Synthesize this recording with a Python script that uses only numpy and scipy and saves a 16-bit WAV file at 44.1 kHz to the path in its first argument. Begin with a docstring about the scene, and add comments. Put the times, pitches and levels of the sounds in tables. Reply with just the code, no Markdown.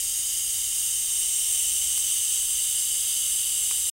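"""A high-voltage corona hisses steadily between the copper electrodes of a small ion blower on a desk.
Countless tiny discharges merge into noise that rings the electrodes; the microphone moves closer, so the
colour and the desk reflections shift. Two faint snaps, likely stray sparks, over low room rumble and hum."""
import sys
import numpy as np
from scipy import signal
from scipy.fft import rfft, irfft
from scipy.io import wavfile
from scipy.ndimage import uniform_filter1d, map_coordinates

SR = 44100
rng = np.random.default_rng(int(sys.argv[2]) if len(sys.argv) > 2 else 0)


def dump_mix(stems):
    """Bounce the given channels to the path in sys.argv[1] as a 16-bit WAV at rate SR."""
    frames = np.atleast_2d(stems).T  # one column per channel
    limited = np.clip(frames, -1, 1)  # hard clip at full scale
    pcm = np.round(limited * 32767).astype(np.int16)
    wavfile.write(sys.argv[1], SR, pcm)


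N = 176400
BINS_HZ = np.arange(N // 2 + 1) * SR / N


# discharge spectrum: f/Hz, relative level/dB
DISCHARGE_SPECTRUM = [(300.0, -44), (1200.0, -32.5), (1750.0, -29.0), (2250.0, -23.0), (2500.0, -31.5),
                      (4300.0, -22), (7000.0, -22), (9700.0, -10.5), (12300.0, -15.0), (12800.0, -13),
                      (13500.0, -17.0), (15800.0, -16.0)]
# resonances of electrodes and surrounding space: f/Hz, width/Hz, level/dB far, midway, close
RESONANCES = [(3011, 244, -6.5, -4.5, -5), (3627, 384, -16.5, -13.5, -11.5),
              (4890, 410, -11.5, -15.0, -12.5), (5607, 210, -12.5, -9.5, -13.5),
              (6290, 370.0, -7.0, -4, -6.5), (6740.0, 310, -4.5, -8, -11.0), (7523, 310, -3.5, -2.5, -1.0),
              (7806, 170.0, -8.5, -4.5, -2.0), (8290, 350, -8, -0.5, -3), (8517, 149, 1, 1.5, -2),
              (8900, 84, -1.5, -4.5, -1), (9186, 390, -4, -1, -1.5), (10010, 320.0, -8, -13, -9.5),
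              (11100, 460, -14.5, -35, -10.5)]
# microphone approach: t/s, nearness (0 far, 1 close)
MIC_NEARNESS = [(0.0, 0.0084), (0.6, 0.1), (1.1, 0.36), (1.45, 0.55), (2.0, 0.6), (2.5, 0.82), (3.0, 1),
                (3.9, 1.0)]
# hiss envelope: t/s, level/dB
HISS_LEVEL = [(0, -26), (.7, -26), (1.2, -24.5), (1.8, -23.9), (2.4, -24.5), (3.1, -24.5), (3.9, -25)]

def corona(room_t60_s=.15, room_db=-13, waver_db=.34):
    """Merged discharges ring the electrodes; colour and reflections follow the microphone."""
    nearness = curve(MIC_NEARNESS)
    discharges = path_notches() * rfft(rng.standard_normal(N))
    discharges *= 1 + undb(room_db) * rfft(tail(room_t60_s))
    modes = np.array(RESONANCES)
    centre_hz, width_hz = modes[:, :1], modes[:, 1:2]
    peaks = 1 / (1 + ((BINS_HZ - centre_hz) / width_hz) ** 2) ** 3
    direct = 0
    for position, peak_db in zip((0, .5, 1), modes[:, 2:].T):
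        crossfade = np.maximum(0, 1 - 2 * abs(nearness - position))
        power = colour(DISCHARGE_SPECTRUM) ** 2 + undb(peak_db) ** 2 @ peaks
        direct += crossfade * unit(irfft(discharges * np.sqrt(power), N))
    hiss = unit(add_reflections(direct, nearness))
    return hiss * undb(curve(HISS_LEVEL) + waver_db * drift(rate_hz=16))


# cancellation dips: f/Hz, width/Hz, level/dB
NOTCHES = [(4220, 85, -3.5), (5280, 110, -1.5), (7090, 110, -2.5), (7970, 80, -1.5)]

def path_notches():
    """Gain per bin, with narrow dips where sound paths cancel."""
    return undb(sum(db * np.exp(-((BINS_HZ - hz) / width_hz) ** 2) for hz, width_hz, db in NOTCHES))


# bounce off the moving wind meter: t/s, lag/ms, level/dB
METER_REFLECTION = [(0.0, 0.67, -18), (0.4, 0.68, -16), (0.8, 0.654, -29), (1.1, 0.633, -17.5),
                    (1.5, 0.63, -11.5), (1.8, 0.59, -22), (2.1, 0.56, -21.5), (2.6, 0.54, -26),
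                    (3.0, 0.52, -21.5), (3.9, 0.61, -24.5)]
# desk, shelf and meter: lag/ms far, lag/ms close, level/dB
SURFACE_REFLECTIONS = [(1.62, 1.541, -21.5), (2.45, 2.4, -17), (3.2, 3.4, -19), (3.7, 4.15, -19.5),
                       (5.6, 6.0, -16.5), (8.3, 8.8, -19.5)]

def add_reflections(direct, nearness, hand_sway_ms=.0081):
    """Nearby surfaces comb-filter the hiss; lags move with the meter, the approach and hand sway."""
    times, meter_ms, meter_db = np.array(METER_REFLECTION).T
    meter_bounce = moving_delay(direct, curve(np.c_[times, meter_ms]))
    heard = direct - undb(curve(np.c_[times, meter_db])) * meter_bounce
    for far_ms, close_ms, db in SURFACE_REFLECTIONS:
        lag_ms = far_ms + (close_ms - far_ms) * nearness + hand_sway_ms * drift(rate_hz=2.2)
        heard += undb(db) * moving_delay(direct, lag_ms)
    return heard


# snaps: t/s, crack level/dB, crack treble/dB, knock level/dB, echo lag/ms, echo level/dB
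SNAPS = [(1.9769, -3.5, 2, -22, 1.4, -2), (3.7115, -5, -7, -13, 3.0, -5)]
# bright crack: f/Hz, relative level/dB
CRACK_SPECTRUM = [(300, -31), (1500, -22), (4500, -14), (6300, 1), (8000, -1), (10500, 2), (12500, -9),
                  (16000, -11)]
# dull knock: f/Hz, relative level/dB
KNOCK_SPECTRUM = [(100, -14), (230, -2), (390, -10.5), (650, -5.5), (1150, -0.5), (1550, 0), (1800, -8),
                  (2400, 2), (4000, -6), (9000, -21.5)]

def sparks(restrike_ms=.235, restrike_db=-5, knock_t60_s=.035, knock_tail_db=-4):
    """Each spark cracks and restrikes at once, with one close echo and a short, dull knock."""
    snaps = np.zeros(N)
    for start_s, crack_db, treble_db, knock_db, echo_ms, echo_db in SNAPS:
        treble_shelf = colour([(8500, 0), (11000, treble_db)])
        crack = delay(click(CRACK_SPECTRUM), start_s)
        crack = irfft(rfft(crack) * treble_shelf, N)
        crack += undb(restrike_db) * delay(crack, restrike_ms / 1000)
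        crack += undb(echo_db) * delay(crack, echo_ms / 1000)
        knock = delay(click(KNOCK_SPECTRUM), start_s)
        knock += undb(knock_tail_db) * signal.fftconvolve(knock, tail(knock_t60_s))[:N]
        snaps += undb(crack_db) * crack + undb(knock_db) * knock
    return snaps


# room rumble: f/Hz, relative level/dB
RUMBLE_SPECTRUM = [(15, -5.5), (33, 0.5), (46, 0), (62, 1), (90, -4), (130, -10), (200, -17.5),
                   (265, -15.5), (330, -20.5), (600, -19.5), (1200, -23.5), (4000, -41.5)]
# hum envelope: t/s, level/dB
HUM_LEVEL = [(0, -64), (1.1, -68), (1.6, -58.5), (2.0, -56.5), (2.4, -69), (3.9, -68)]

def room(rumble_db=-55, hum_hz=67.7):
    """Low rumble and a faint, wavering hum that swells for a moment."""
    rumble = unit(irfft(rfft(rng.standard_normal(N)) * colour(RUMBLE_SPECTRUM), N))
    pitch_hz = hum_hz * (1 + .01 * drift(rate_hz=8.7))
    hum = unit(np.sin(2 * np.pi * np.cumsum(pitch_hz) / SR))
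    return undb(rumble_db) * rumble + undb(curve(HUM_LEVEL)) * hum


def undb(db):
    """Decibels to gain."""
    return 10 ** (np.asarray(db) / 20)


def unit(x):
    """Scale to rms 1."""
    return x / np.sqrt(np.mean(x ** 2))


def curve(rows):
    """Join (t/s, value) rows by straight lines."""
    return np.interp(np.arange(N) / SR, *np.array(rows).T)


def colour(spectrum):
    """Gain per bin from (f/Hz, level/dB) rows."""
    hz, db = np.array(spectrum).T
    return undb(np.interp(np.log(BINS_HZ + 1), np.log(hz), db))


def click(spectrum):
    """Minimum-phase impulse of unit energy."""
    cepstrum = irfft(np.log(colour(spectrum)), N)
    pulse = irfft(np.exp(rfft(2 * cepstrum[:N // 2], N)), N)
    return pulse / np.linalg.norm(pulse)


def drift(rate_hz):
    """Smoothed random steps, rms 1."""
    hold = int(SR / rate_hz)
    steps = np.repeat(rng.standard_normal(N // hold + 1), hold)
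    return unit(uniform_filter1d(uniform_filter1d(steps, hold), hold)[:N])


def tail(t60_s):
    """Decaying noise of unit energy."""
    scatter = rng.standard_normal(N) * np.exp(-np.log(1000) * np.arange(N) / SR / t60_s)
    return scatter / np.linalg.norm(scatter)


def delay(x, lag_s):
    """Delay by whole samples."""
    return np.concatenate([np.zeros(int(lag_s * SR)), x])[:N]


def moving_delay(x, lag_ms):
    """Time-varying fractional delay."""
    return map_coordinates(x, [np.arange(N) - lag_ms * SR / 1000], order=3, mode="mirror")


def scene():
    """Corona, sparks and room, all centred."""
    mono = corona() + sparks() + room()
    return np.array([mono, mono])


def record(dry, stop_s=3.897, cutoff_hz=15750):
    """Abrupt stop and steep low-pass."""
    gate = curve([(stop_s - .002, 1), (stop_s + .004, 0)])
    lowpass = signal.ellip(12, .1, 80, cutoff_hz, fs=SR, output="sos")
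    return signal.sosfilt(lowpass, dry * gate)


dry = scene()
out = record(dry)
dump_mix(out)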